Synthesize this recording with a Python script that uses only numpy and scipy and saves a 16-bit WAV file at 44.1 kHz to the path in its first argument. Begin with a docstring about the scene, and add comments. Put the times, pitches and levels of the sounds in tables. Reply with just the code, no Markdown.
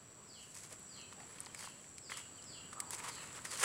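"""A brick maker works wet clay on the sandy ground of a yard among trees; the sound is almost mono.
From the start, insects drone over a distant rumble and leaves, one with a fast pulsed buzz.
A bird begins repeating a falling two-note whistle that echoes in the grove. Sand grains slip in gritty
scrapes, the wooden mould rubs hollowly, and the clay clicks and takes soft pats from hand and mould.
Near 2 s a second insect's shrill swells; from 2.7 s the strokes crowd together and grow louder."""
import sys
import numpy as np
from scipy import signal
from scipy.fft import rfft, irfft, next_fast_len
from scipy.io import wavfile
from scipy.ndimage import map_coordinates

SR = 44100
rng = np.random.default_rng(int(sys.argv[2]) if len(sys.argv) > 2 else 0)


def materialize(psi):
    """Save the field psi as 16-bit PCM at rate SR to the path in sys.argv[1].

    A 1-D psi becomes a single channel; in a 2-D psi each row is a channel.
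    """
    bounded = np.clip(np.atleast_2d(psi).T, -1, 1)
    quanta = np.round(bounded * 32767).astype(np.int16)
    wavfile.write(sys.argv[1], SR, quanta)


N = 160524


def amp(db):
    """Decibels to gain."""
    return 10 ** (np.asarray(db) / 20)


def unit(x):
    """Scale to rms 1."""
    return x / np.sqrt(np.mean(x ** 2) + 1e-20)


def clock(size=N):
    """Sample times in s."""
    return np.arange(size) / SR


def gain_at(spectrum, hz):
    """Gain from (freq_hz, gain_db) points, interpolated on a log frequency axis."""
    freq_hz, gain_db = np.transpose(spectrum)
    return amp(np.interp(np.log(hz + 1), np.log(freq_hz + 1), gain_db))


def curves(rows):
    """One per-sample curve for each column after time_s."""
    time_s, *columns = np.transpose(rows)
    return [np.interp(clock(), time_s, column) for column in columns]


def wobble(rate_hz):
    """Smooth random curve, rate_hz knots a second."""
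    knots = rng.standard_normal(int(N * rate_hz / SR) + 4)
    return map_coordinates(knots, [clock() * rate_hz])


def filtered(x, response):
    """Zero-phase filter with gain response(hz)."""
    size = x.shape[-1]
    padded = next_fast_len(size + 8192)
    gain = response(np.fft.rfftfreq(padded, 1 / SR))
    return irfft(rfft(x, padded) * gain, padded)[..., :size]


def coloured(x, spectrum):
    """x shaped by a spectrum, rms 1."""
    return unit(filtered(x, lambda hz: gain_at(spectrum, hz)))


def narrow(centre_hz, half_width_hz, size=N):
    """Noise in one resonance, rms 1."""
    noise = rng.standard_normal(size)
    return unit(filtered(noise, lambda hz: 1 / (1 + ((hz - centre_hz) / half_width_hz) ** 2)))


def swell(peak_s, rise_s, release_s):
    """Gaussian rise, exponential release."""
    t = clock() - peak_s
    return np.exp(-np.where(t < 0, (t / rise_s) ** 2, t / release_s))


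def burst(size, decay_s, attack_s=0.00011):
    """Contact envelope: sharp attack, exponential decay."""
    t = clock(size)
    return np.exp(-t / decay_s) * (1 - np.exp(-t / attack_s))


def add(track, start_s, sound):
    """Mix a sound into the track."""
    part = track[max(round(start_s * SR), 0):][:len(sound)]
    part += sound[:len(part)]


def friction(spectrum, grains_per_s=2000, spread_db=3.2, smooth_gain=.6, clump_db=2.0):
    """Clumped slips of sand grains over a smooth rub, rms 1."""
    slips = (rng.random(N) < grains_per_s / SR) * rng.choice([-1, 1], N)
    strength = amp(spread_db * np.minimum(rng.exponential(size=N), 5))
    rub = unit(slips * strength) + smooth_gain * rng.standard_normal(N)
    return unit(coloured(rub, spectrum) * amp(clump_db * wobble(140)))


# Sand hiss spectrum: freq_hz, gain_db
SAND_SPECTRUM = [(100, -66), (1000, -29), (2000, -0.5), (3000, -6), (3800, -6.5), (5000, -2), (6200, 0.5),
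                 (7500, 3), (9500, 2), (11500, -11.5), (13000, -13.5), (16000, -18.5)]
# Dull clay spectrum: freq_hz, gain_db
CLAY_SPECTRUM = [(80, -80), (250, -26), (480, -0.5), (720, -9.5), (950, 2), (1250, 3.5), (1550, -1),
                 (1900, 1), (2300, -2.5), (3200, -6), (5000, -11), (12000, -58)]
# Strokes through the clay: peak_s, rise_s, release_s, hiss_db, dull_db
STROKES = [(.43, 0.099, 0.24, -62.5, -87), (.575, 0.033, 0.053, -53.5, -63),
           (0.651, .02, 0.0098, -54.5, -62), (0.729, 0.024, 0.012, -56, -60), (.99, 0.051, 0.055, -69, -65),
           (1.13, 0.01, 0.0081, -62, -57), (1.22, .03, 0.038, -67.5, -64), (1.40, 0.14, 0.18, -63, -63),
           (1.64, 0.066, 0.052, -50.5, -58), (1.85, 0.065, 0.075, -66.5, -73),
           (2.106, 0.0067, 0.058, -50.5, -51.5), (2.175, 0.0077, 0.031, -51.5, -54),
           (2.736, 0.01, 0.0071, -58, -56.5), (2.934, .015, 0.019, -42.5, -47.5),
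           (2.997, 0.017, 0.014, -47.5, -51), (3.046, 0.017, .03, -48, -48),
           (3.085, 0.015, 0.024, -51, -48), (3.18, 0.055, 0.3, -56.5, -56.5), (3.24, .015, 0.009, -56, -57),
           (3.381, 0.028, 0.0088, -58.5, -52), (3.456, 0.0087, 0.015, -44.5, -49.5),
           (3.539, 0.029, 0.052, -44.5, -51), (3.611, 0.023, .03, -41, -46.5),
           (3.636, .01, .03, -31.5, -33)]


def scrapes():
    """Each stroke through the sandy clay makes a gritty hiss and a dull rub."""
    hiss = sum(amp(hiss_db) * swell(*timing) for *timing, hiss_db, _ in STROKES)
    dull = sum(amp(dull_db) * swell(*timing) for *timing, _, dull_db in STROKES)
    return hiss * friction(SAND_SPECTRUM) + dull * friction(CLAY_SPECTRUM)


# Crack spectrum: freq_hz, gain_db
CRACK_SPECTRUM = [(100, -16), (1000, -18.5), (2200, -5), (3500, -15), (4700, -4), (6200, -7.5), (7200, -9),
                  (8200, 4.5), (9600, -3), (11500, -9.5), (16000, -18)]
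# Sticky clicks: start_s, level_db, ring_hz, ring_gain_db, cutoff_hz
CLICKS = [(.427, -52, 6000, -4, 11000), (0.5519, -44.5, 7000, -4, 13000), (.572, -47, 5940, 0, 13000),
          (0.796, -58, 10300, 4, 14000), (.829, -58.5, 9800, 5, 12000), (1.013, -56.5, 6250, 7.5, 10000),
          (1.2318, -60.5, 2970, 8.5, 6000), (1.385, -53, 2850, 5, 10000), (1.404, -51, 9200, 16.5, 11000),
          (1.4325, -52, 8060, 3, 10000), (1.449, -47, 6500, -3, 10000), (1.461, -44.5, 4760, -1.5, 9150),
          (1.547, -40, 7500, -7, 11000), (1.843, -53.5, 2550, 1, 9030), (1.9822, -42, 4630, -7.5, 11300),
          (2.172, -38, 7100, -4, 13000), (2.378, -52.5, 8400, 2, 10000), (2.424, -50.5, 4870, -1, 9000),
          (2.441, -47, 7540, -3, 8900), (2.7308, -44, 7500, -10, 11000), (2.802, -30.5, 8160, 1.5, 20000),
          (2.9066, -34, 7330, -2.5, 20000), (2.933, -40, 2940, -11, 13000), (3.45, -42.5, 6500, -2, 13000),
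          (3.516, -41.5, 7460, 2, 13000)]


def sticky_clicks(bounce_s=0.0049, bounce_db=-13):
    """Wet clay clicks: a bright crack and ring, then a quick, weaker second contact."""
    out, size = np.zeros(N), SR // 25
    envelope = burst(size, decay_s=0.0023)
    for start_s, level_db, ring_hz, ring_gain_db, cutoff_hz in CLICKS:
        for delay_s, contact_db in [(0, 0), (bounce_s, bounce_db)]:
            crack = coloured(rng.standard_normal(size), CRACK_SPECTRUM)
            crack = filtered(crack, lambda hz: 1 / np.hypot(1, (hz / cutoff_hz) ** 6))
            ring = amp(ring_gain_db) * narrow(ring_hz, half_width_hz=830, size=size)
            add(out, start_s + delay_s, amp(level_db + contact_db) * envelope * (crack + ring))
    return out


# Pats on the clay: start_s, level_db, ring_hz
PATS = [(0.734, -56, 650), (1.203, -47.5, 1940), (1.4665, -39.5, 1030), (1.547, -44.5, 2200),
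        (1.627, -47, 1360), (1.642, -41.5, 1270), (1.674, -44.5, 1060), (2.098, -39.5, 2020),
        (2.1186, -34, 1940), (2.729, -45, 1310), (2.803, -43, 1790), (2.905, -44, 1100),
        (2.933, -38.5, 530), (3.002, -42.5, 2200), (3.389, -42.5, 1470), (3.452, -43.5, 1800),
        (3.616, -38.5, 1090)]


def pats(ring_gain_db=4.5):
    """Hand and mould strike the clay: a dull knock with a hollow ring."""
    out, size = np.zeros(N), SR // 25
    envelope = burst(size, decay_s=0.003)
    for start_s, level_db, ring_hz in PATS:
        knock = coloured(rng.standard_normal(size), CLAY_SPECTRUM)
        ring = amp(ring_gain_db) * narrow(ring_hz, half_width_hz=0.13 * ring_hz, size=size)
        add(out, start_s, amp(level_db) * envelope * unit(knock + ring))
    return out


# Mould rubs: peak_s, rise_s, release_s, pitch_hz, level_db
MOULD_RUBS = [(.21, 0.03, .05, 1060, -65.5), (.73, 0.018, 0.016, 594, -58.5), (1.22, 0.05, 0.019, 780, -60),
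              (2.80, .04, .05, 1200, -53), (2.86, 0.091, 0.24, 950, -59.5),
              (3.08, 0.086, 0.022, 1050, -51.5)]


def mould_rubs():
    """The wooden mould rubs with a hollow note."""
    return sum(amp(level_db) * swell(*timing) * narrow(pitch_hz, half_width_hz=193)
               for *timing, pitch_hz, level_db in MOULD_RUBS)


def slur(start_hz, end_hz, length_s, echo_db, direct_db=-4.5, waver=.02):
    """One wavering, falling bird note, smeared by the grove."""
    progress = np.clip(clock(int(.8 * SR)) / length_s, 0, 1)
    glide_hz = start_hz * (end_hz / start_hz) ** progress
    pitch_hz = glide_hz * (1 + waver * wobble(415)[:len(progress)])
    arch = np.interp(progress, [0, .55, 1], [0, .5, 1])  # peak at 55 % of the note
    envelope = np.abs(np.sin(np.pi * arch)) ** .7
    note = envelope * np.sin(2 * np.pi * np.cumsum(pitch_hz) / SR)
    return amp(direct_db) * note + amp(echo_db) * echo(note, t60_s=.45)


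# Near bird's calls: start_s, pitch_hz, level_db, low_note_gain_db
WHISTLES = [(.26, 5453, -56.5, 0), (0.877, 5290, -54.5, 0.5), (1.526, 5440, -56, 0.5),
            (2.011, 5576, -54, 4), (2.44, 5514, -52.5, -1), (3.065, 5170, -54, 0), (3.453, 5340, -51, -2)]


def near_bird():
    """Each call is a high slur overlapped by a lower one."""
    out = np.zeros(N)
    for start_s, pitch_hz, level_db, low_note_gain_db in WHISTLES:
        high = slur(pitch_hz, .72 * pitch_hz, length_s=.1, echo_db=0)
        low = slur(.655 * pitch_hz, .47 * pitch_hz, length_s=.072, echo_db=0)
        add(out, start_s + .006, amp(level_db) * high)
        add(out, start_s + .078, amp(level_db + low_note_gain_db) * low)
    return out


# Far birds' chips: start_s, start_hz, end_hz, length_s, level_db
CHIPS = [(1.17, 4880, 4450, .07, -64), (1.274, 10300, 9400, 0.062, -59.5), (1.483, 3370, 2820, .03, -59),
         (1.793, 3380, 2940, .03, -63), (2.305, 4770, 4410, 0.1, -63), (2.376, 3360, 2790, 0.027, -53.5),
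         (2.652, 3270, 2700, 0.027, -52), (2.85, 4860, 4400, .06, -60)]


def far_birds():
    """Other birds give faint falling chips further off."""
    out = np.zeros(N)
    for start_s, start_hz, end_hz, length_s, level_db in CHIPS:
        add(out, start_s, amp(level_db) * slur(start_hz, end_hz, length_s, echo_db=-9))
    return out


# Levels of the two nearest insects: time_s, buzz_db, shrill_db
NEAR_INSECT_LEVELS = [(0, -64, -76), (.9, -62, -73), (1.6, -63, -69), (2.1, -65, -63.5), (2.7, -66, -61),
                      (3.64, -66, -63)]


def near_insects(buzz_hz=7750, drift_hz=25, pulse_hz=117.6, pulse_depth=1.35, shrill_hz=7900):
    """One insect buzzes in regular pulses; a second shrills beside it."""
    buzz_db, shrill_db = curves(NEAR_INSECT_LEVELS)
    pulse_phase = 2 * np.pi * np.cumsum(pulse_hz * (1 + 0.0046 * wobble(5))) / SR
    pulses = np.exp(pulse_depth * (np.cos(pulse_phase) + np.cos(2 * pulse_phase)) / 2)
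    pitch_hz = buzz_hz + drift_hz * wobble(60)
    tone = unit(np.sin(2 * np.pi * np.cumsum(pitch_hz) / SR))
    blur = .5 * narrow(buzz_hz, half_width_hz=140)
    buzz = amp(buzz_db) * unit(pulses * (tone + blur))
    shrill = amp(shrill_db) * narrow(shrill_hz, half_width_hz=110)
    return buzz + shrill


# Distant insect drones: pitch_hz, half_width_hz, level_db
FAR_INSECTS = [(5800, 180, -73.5), (8750, 130, -80), (13800, 90, -88)]
# Insect chorus spectrum: freq_hz, gain_db
CHORUS_SPECTRUM = [(5200, -47), (6200, -42), (6650, -16), (7100, -3), (7700, 2), (8000, 0), (8300, -28),
                   (9000, -10), (9500, -25), (11000, -33), (13000, -46)]
# Insect chorus level: time_s, level_db
CHORUS_LEVEL = [(0, -66), (.9, -58.5), (1.6, -63.5), (2.1, -58), (2.7, -57), (3.64, -58.5)]


def far_insects(waver_db=.7):
    """Three distant insects drone in narrow bands; the rest blur into a chorus."""
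    drones = sum(amp(level_db + wobble(6.3)) * narrow(pitch_hz, half_width_hz)
                 for pitch_hz, half_width_hz, level_db in FAR_INSECTS)
    chorus_db, = curves(CHORUS_LEVEL)
    chorus_gain = amp(chorus_db + waver_db * wobble(8.57))
    return drones + chorus_gain * coloured(rng.standard_normal(N), CHORUS_SPECTRUM)


# Rumble and leaf spectrum: freq_hz, gain_db
AIR_SPECTRUM = [(20, -10), (45, -22.5), (80, 0), (140, 2), (300, -4), (600, -7), (850, -11.5), (1200, -8.5),
                (2200, -15), (3100, -16.5), (3800, -19), (4600, -14), (5300, -27), (9000, -22),
                (12000, -33.5), (16000, -32)]
# Rumble and leaf level: time_s, level_db
AIR_LEVEL = [(0, -61.5), (.6, -61.5), (1.3, -59.5), (1.95, -61.5), (2.6, -57.5), (3.64, -57.5)]


def rumble_and_leaves(waver_db=0.17):
    """Distant rumble and the murmur of leaves as one noise bed."""
    level_db, = curves(AIR_LEVEL)
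    return amp(level_db + waver_db * wobble(6.2)) * coloured(rng.standard_normal(N), AIR_SPECTRUM)


def echo(x, t60_s, build_s=0.02):
    """Diffuse reflections from trunks and brick stacks."""
    t = clock(int(.7 * SR))
    tail = rng.standard_normal(len(t)) * amp(-60 * t / t60_s) * (1 - np.exp(-t / build_s))
    return signal.fftconvolve(x, tail / np.linalg.norm(tail))[:len(x)]


# Stereo side response of the surroundings: freq_hz, gain_db
SIDE_RESPONSE = [(30, -28), (70, -20), (130, -21.5), (300, -15.5), (1000, -14), (2500, -13.5), (5000, -17),
                 (7700, -37), (12000, -5.5)]


def scene(yard_echo_db=-19):
    """Near clay in the centre; surroundings with a faint diffuse width."""
    clay = scrapes() + sticky_clicks() + pats() + mould_rubs()
    around = amp(yard_echo_db) * echo(clay, t60_s=0.52)
    around += near_bird() + far_birds() + near_insects() + far_insects() + rumble_and_leaves()
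    side = filtered(echo(around, t60_s=.16), lambda hz: gain_at(SIDE_RESPONSE, hz))
    return clay + around + np.array([side, -side])


def record(dry):
    """Recorder band limit: 15850 Hz."""
    return filtered(dry, lambda hz: hz < 15850)


dry = scene()
out = record(dry)
materialize(out)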